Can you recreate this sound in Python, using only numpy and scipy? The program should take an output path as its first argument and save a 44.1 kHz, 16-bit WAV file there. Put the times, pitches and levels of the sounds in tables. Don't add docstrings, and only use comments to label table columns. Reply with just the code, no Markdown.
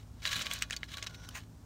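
import sys
import numpy as np
from scipy import signal
from scipy.fft import rfft, irfft
from scipy.io import wavfile

SR = 44100
rng = np.random.default_rng(int(sys.argv[2]) if len(sys.argv) > 2 else 0)


def unload_audio(sound):
    columns = np.transpose(np.atleast_2d(sound))
    steps = np.round(np.clip(columns, -1, 1) * 32767)
    wavfile.write(sys.argv[1], SR, steps.astype(np.int16))


N = 72765

# time_s, level_db
BELT_DRAG = [(0, -60), (.09, -87), (.217, -66), (.22, -49), (.248, -41.5), (.262, -36.5), (.322, -40),
             (.337, -36), (.375, -39), (.425, -43), (.442, -47), (.464, -36), (.495, -52), (.513, -37.5),
             (.555, -45.5), (.605, -47), (.635, -52), (.655, -63), (.69, -62.5), (.705, -55), (.732, -44.5),
             (.755, -58.5), (.80, -66), (.845, -55.5), (.876, -69.5), (.886, -52), (.932, -48.5),
             (.945, -43), (.963, -57.5), (.985, -45), (1.01, -57), (1.035, -41.5), (1.058, -66),
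             (1.088, -63), (1.105, -54.5), (1.122, -69.5), (1.15, -50), (1.17, -68), (1.235, -59),
             (1.248, -52), (1.262, -64), (1.40, -57.5), (1.44, -69)]


def scrape():
    # freq_hz, density_db
    crunch_spectrum = [(100, -8.5), (350, -30), (630, -11), (810, -16), (1050, -8.5), (1250, -8.5),
                       (1600, 0), (2400, -4.5), (3600, 0), (4700, -5), (6300, -4.5), (8500, -14.5),
                       (10500, -16.5), (15000, -12.5)]
    # time_s, level_db
    rub_envelope = [(.22, -100), (.27, -84), (.42, -64), (.47, -60), (.56, -64), (.66, -75), (.88, -92),
                    (.97, -69.5), (1.15, -65.5), (1.32, -68), (1.43, -77)]
    # freq_hz, density_db
    rub_spectrum = [(60, -17), (160, -1.5), (300, 1), (620, -3), (950, 1), (1500, -13), (4000, -37)]
    catching = amp(3.4 * wander(hz=80))
    crunch = unit(colour(friction(spread_db=4) * catching, crunch_spectrum))
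    rub = unit(colour(friction(spread_db=2), rub_spectrum))
    return envelope(BELT_DRAG) * crunch + envelope(rub_envelope) * rub


def friction(spread_db):
    crossovers = [1900, 3000, 4500, 7000, 10100]
    edges = [60, *crossovers, SR / 2]
    broadband = slips(spread_db)
    by_size = unit(sum(band(slips(spread_db), lo, hi) for lo, hi in zip(edges, edges[1:])))
    smooth = rng.standard_normal(N)
    return unit(0.63 * broadband + 0.37 * by_size + 0.35 * smooth)


def slips(spread_db, per_s=2600):
    size = amp(spread_db * np.minimum(rng.exponential(1, N), 3.3))
    polarity = rng.choice([-1, 1], N)
    slipping = rng.random(N) < per_s / SR
    return unit(size * polarity * slipping)


def chips(per_s=400, range_hz=(1900, 5200)):
    ticks = np.zeros(N)
    for when, pitch, size in rng.random((round(per_s * N / SR), 3)):
        hz = np.exp(np.interp(pitch, [0, 1], np.log(range_hz)))
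        add(ticks, when * N / SR, size ** 2 * ring(hz, t60_s=.02))
    return amp(-10) * envelope(BELT_DRAG) * unit(ticks)


def clack(knock_db, knock_hz, ring_db, ring_hz, snap_db, snap_hz, tick_db, rattle_s):
    t = np.arange(SR // 20) / SR
    hit = 1. * (t == 0)
    rattle = strike(rng.standard_normal(len(t)) * np.sqrt(t) * np.exp(-t / rattle_s))
    drive = hit + amp(-2) * np.sqrt(rattle_s / .00083) * rattle
    body = band(drive, knock_hz / 1.73, knock_hz * 1.73)
    knock = strike(band(body, knock_hz / 2.65, knock_hz * 2.14))
    snap = strike(band(drive, snap_hz / 1.254, snap_hz * 1.254))
    tick = strike(band(drive, lo_hz=8750, hi_hz=17500))
    tone = strike(signal.fftconvolve(hit + drive, ring(ring_hz, t60_s=.011))[:len(t)])
    return amp(knock_db) * knock + amp(snap_db) * snap + amp(tick_db) * tick + amp(ring_db) * tone


def clacks():
    # start_s, knock_db, knock_hz, ring_db, ring_hz, snap_db, snap_hz, tick_db, rattle_s
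    hits = [ (0.254, -5.5, 2470, -24, 3600, -39, 4500, -32, 0.00055),
            (0.274, -15, 3350, -13.5, 3980, -23, 5540, -30, 0.0029),
            (0.33, -8, 2310, -38, 3080, -24, 5200, -20, 0.0018),
            (0.3574, -26, 3000, -11, 3980, -24, 5140, -21, 0.0037),
            (.3630, -32, 3380, -17.5, 3500, -29, 5570, -20, 0.0063),
            (.3930, -13.5, 2190, -24, 2930, -34, 4900, -19.5, .002),
            (0.4114, -11.5, 2230, -21, 1860, -26, 4500, -31, 0.0025),
            (0.419, -15, 2480, -33, 3530, -16, 7000, -20, 0.0046),
            (0.4677, -11.5, 2250, -27, 2720, -23.5, 5800, -40, 0.00045),
            (0.5132, -13, 2320, -12, 3370, -23, 4500, -22, 0.001),
            (0.535, -23, 3000, -27, 3950, -14, 8100, -9, 0.0021),
            (.5880, -48, 3000, -44, 4300, -23.5, 6060, -27, .0015),
            (0.6207, -14, 1950, -14.5, 2010, -20, 6030, -27, 0.0077),
            (0.6232, -12.5, 2000, -11, 2780, -7.5, 7000, -11.5, 0.00048),
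            (0.7, -29, 2300, -22, 1920, -28.5, 6500, -29, 0.00077),
            (0.7083, -44, 2670, -15, 1810, -13.5, 6500, -26, 0.00068),
            (0.709, -31, 2380, -14.5, 2690, -49, 6400, -36, 0.0014),
            (0.7238, -21, 3250, -40, 3400, -35, 6000, -34, .0005),
            (0.7301, -18.5, 2700, -16.5, 3170, -22, 5400, -36, 0.00031),
            (0.7336, -33, 2470, -21, 3200, -28, 5950, -44, 0.00078),
            (0.7389, -49, 1900, -19, 1760, -26, 7000, -43, 0.0014),
            (0.765, -25, 2400, -25, 3680, -15, 6200, -21.5, 0.00024),
            (.7670, -20.5, 2800, -18, 4500, -22, 6100, -30, 0.0025),
            (0.8319, -15, 2050, -15, 2190, -45, 3450, -51, 0.00068),
            (0.9396, -21, 3150, -31, 3100, -24, 6200, -28, 0.00023),
            (0.9418, -26, 3000, -20, 3550, -35, 5440, -40, 0.0015),
            (0.9709, -18.5, 2300, -20, 1540, -15.5, 4330, -26, 0.0012),
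            (0.9823, -21.5, 1860, -28, 3000, -26, 4500, -30, .002),
            (1.026, -17.5, 2380, -20.5, 3460, -18, 4720, -34, 0.00043),
            (1.0279, -18, 2400, -33, 2200, -14.5, 5500, -28, 0.0012),
            (1.065, -19.5, 1770, -27.5, 1730, -21.5, 4600, -32, 0.0033),
            (1.0694, -18.5, 2470, -21.5, 1570, -12.5, 4540, -25.5, 0.00099),
            (1.0716, -17.5, 3280, -22, 3160, -38, 5200, -41, 0.0035),
            (1.145, -26.5, 3280, -30, 3720, -30.5, 7000, -30, 0.0048),
            (1.2892, -28, 1060, -24, 3050, -23, 5630, -21, 0.0013)]
    out = np.zeros(N)
    for start_s, *voicing in hits:
        add(out, start_s, clack(*voicing))
    return out


def scuff():
    # time_s, level_db
    scuff_envelope = [(1.33, -67), (1.347, -50), (1.357, -39), (1.38, -44.5), (1.403, -58.5), (1.417, -90)]
    # freq_hz, density_db
    scuff_spectrum = [(300, -16), (650, -11.5), (1050, 2), (1450, -4.5), (1900, 3), (2250, -2), (2600, 4),
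                      (3300, -8), (5800, -10), (6700, -1.5), (7500, -13), (9300, -11.5), (10800, -25),
                      (13000, -9)]
    return envelope(scuff_envelope) * unit(colour(friction(spread_db=3.5), scuff_spectrum))


def thump():
    # start_s, centre_hz, gain_db, decay_s
    flex = (.355, 180, -45.5, .055)
    start_s, hz, gain_db, decay_s = flex
    t = np.maximum(np.arange(N) / SR - start_s, 0)
    swell = (1 - np.exp(-10 * t / decay_s)) * np.exp(-t / decay_s)
    push = unit(band(rng.standard_normal(N), hz / np.sqrt(2), hz * np.sqrt(2)))
    return amp(gain_db) * swell * push


def slide(fade_s=.18):
    # start_s, end_s, centre_hz, width_hz, gain_db
    stroke = (1.15, 1.32, 5750, 800, -61.5)
    start_s, end_s, hz, width_hz, gain_db = stroke
    t = np.arange(N) / SR
    fade = np.clip(np.minimum(t - start_s, end_s - t) / fade_s + .5, 0, 1)
    hiss = unit(band(rng.standard_normal(N), hz - width_hz / 2, hz + width_hz / 2))
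    return amp(gain_db) * fade * hiss


def guard(drive):
    # pitch_hz, gain_db, t60_s
    modes = [(638.5, -20.5, 0.39), (1128, -17.5, 0.55), (1421, -27, 0.8), (1485, -24.5, 0.32),
             (1704, -19, 0.11), (2464, -23, 0.21), (3032, -16.5, 0.048), (3542, -21, 0.065),
             (3980, -19, 0.1), (4227, -16, 0.083), (4750, -39, 0.07)]
    response = sum(amp(db) * ring(hz, t60_s) for hz, db, t60_s in modes)
    return signal.fftconvolve(drive, response)[:N]


def singing(attack_s=.014, release_s=.06, waver_hz=2.2, flutter_db=2.4):
    # start_s, end_s, pitch_hz, level_db
    notes = [(0.277, 0.336, 1128, -52.5), (0.38, 0.402, 1128, -51), (0.427, 0.58, 1128, -56.5),
             (0.71, 0.76, 1128, -64.5), (0.93, 1.018, 1128, -58), (0.98, 1.272, 1421, -65.5),
             (1.074, 1.29, 1485, -63.5)]
    t, out = np.arange(N) / SR, np.zeros(N)
    for start_s, end_s, pitch_hz, level_db in notes:
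        attack = 1 - np.exp(-np.maximum(t - start_s, 0) / attack_s)
        release = np.exp(-np.maximum(t - end_s, 0) / release_s)
        cycles = np.cumsum(pitch_hz + waver_hz * wander(hz=18)) / SR
        flutter = amp(flutter_db * wander(hz=35))
        out += amp(level_db) * attack * release * unit(np.sin(2 * np.pi * cycles) * flutter)
    return out


def echoes(x, t60_s=.03, gain_db=-9):
    t = np.arange(SR // 5) / SR
    taps = rng.standard_normal(len(t)) * (rng.random(len(t)) < .15) * (t > .001)
    decay = np.exp(-np.log(1000) * t / t60_s)
    return amp(gain_db) * signal.fftconvolve(x, strike(taps * decay))[:N]


def engine():
    # pitch_hz, level_db
    tones = [(53.3, -58), (106, -55), (161.6, -63), (242.2, -65), (282, -72.5)]
    clock = np.cumsum(1 + .004 * wander(hz=4.9)) / SR
    hum = np.zeros(N)
    for pitch_hz, level_db in tones:
        tone = np.sin(2 * np.pi * (pitch_hz * clock + rng.random()))
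        swell = 1 + 0.25 * wander(hz=4)
        hum += amp(level_db) * unit(tone * swell)
    return hum


def open_air(level_db=-53):
    # freq_hz, density_db
    air_spectrum = [(20, -37.5), (35, -12.5), (55, -3), (75, 1), (130, -9.5), (260, -15), (420, -23),
                    (1000, -27), (2500, -38.5), (6200, -36.5), (10000, -41.5), (16000, -36.5)]
    return amp(level_db) * unit(colour(rng.standard_normal(2 * N), air_spectrum)[N:])


def amp(db):
    return 10 ** (np.asarray(db) / 20)


def unit(x):
    return x / np.sqrt(np.mean(x ** 2) + 1e-20)


def strike(x):
    return x / (np.linalg.norm(x) + 1e-12)


def envelope(points):
    time_s, db = np.transpose(points)
    return amp(np.interp(np.arange(N) / SR, time_s, db, left=-120, right=-120))


def colour(x, points):
    hz, db = np.transpose(points)
    f = np.fft.rfftfreq(4096, 1 / SR)
    gain = amp(np.interp(np.log(f + 1), np.log(hz), db))
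    cepstrum = irfft(np.log(gain))
    half = len(cepstrum) // 2
    causal = np.r_[cepstrum[0], 2 * cepstrum[1:half], np.zeros(half)]
    return signal.fftconvolve(x, irfft(np.exp(rfft(causal))))[:len(x)]


def band(x, lo_hz, hi_hz):
    sos = signal.butter(2, [lo_hz, min(hi_hz, SR / 2 - 1)], "bandpass", fs=SR, output="sos")
    return signal.sosfilt(sos, x)


def ring(hz, t60_s):
    t = np.arange(SR // 2) / SR
    return strike(np.sin(2 * np.pi * hz * t) * np.exp(-np.log(1000) * t / t60_s))


def wander(hz):
    f = np.fft.rfftfreq(N, 1 / SR)
    return unit(irfft(rfft(rng.standard_normal(N)) * np.exp(-(f / hz) ** 2), N))


def add(mix, start_s, sound):
    part = mix[round(start_s * SR):][:len(sound)]
    part += sound[:len(part)]


def scene():
    drag, knocks = scrape(), clacks()
    contact = drag + chips() + knocks + scuff()
    steel = guard(amp(-2.5) * drag + amp(-30) * knocks) + singing()
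    return (contact + echoes(contact) + steel + slide() + thump() + engine() + open_air())[None]


def record(dry):
    # freq_hz, gain_db
    mic_response = [(7000, -0.5), (9400, -1), (10600, -6), (12500, -6.5), (15000, -7.5), (16000, -11)]
    softened = colour(dry[0], mic_response)
    lowpass = signal.firwin(511, cutoff=15850, window=("kaiser", 9), fs=SR)
    return signal.oaconvolve(softened, lowpass, "same")[None]


dry = scene()
out = record(dry)
unload_audio(out)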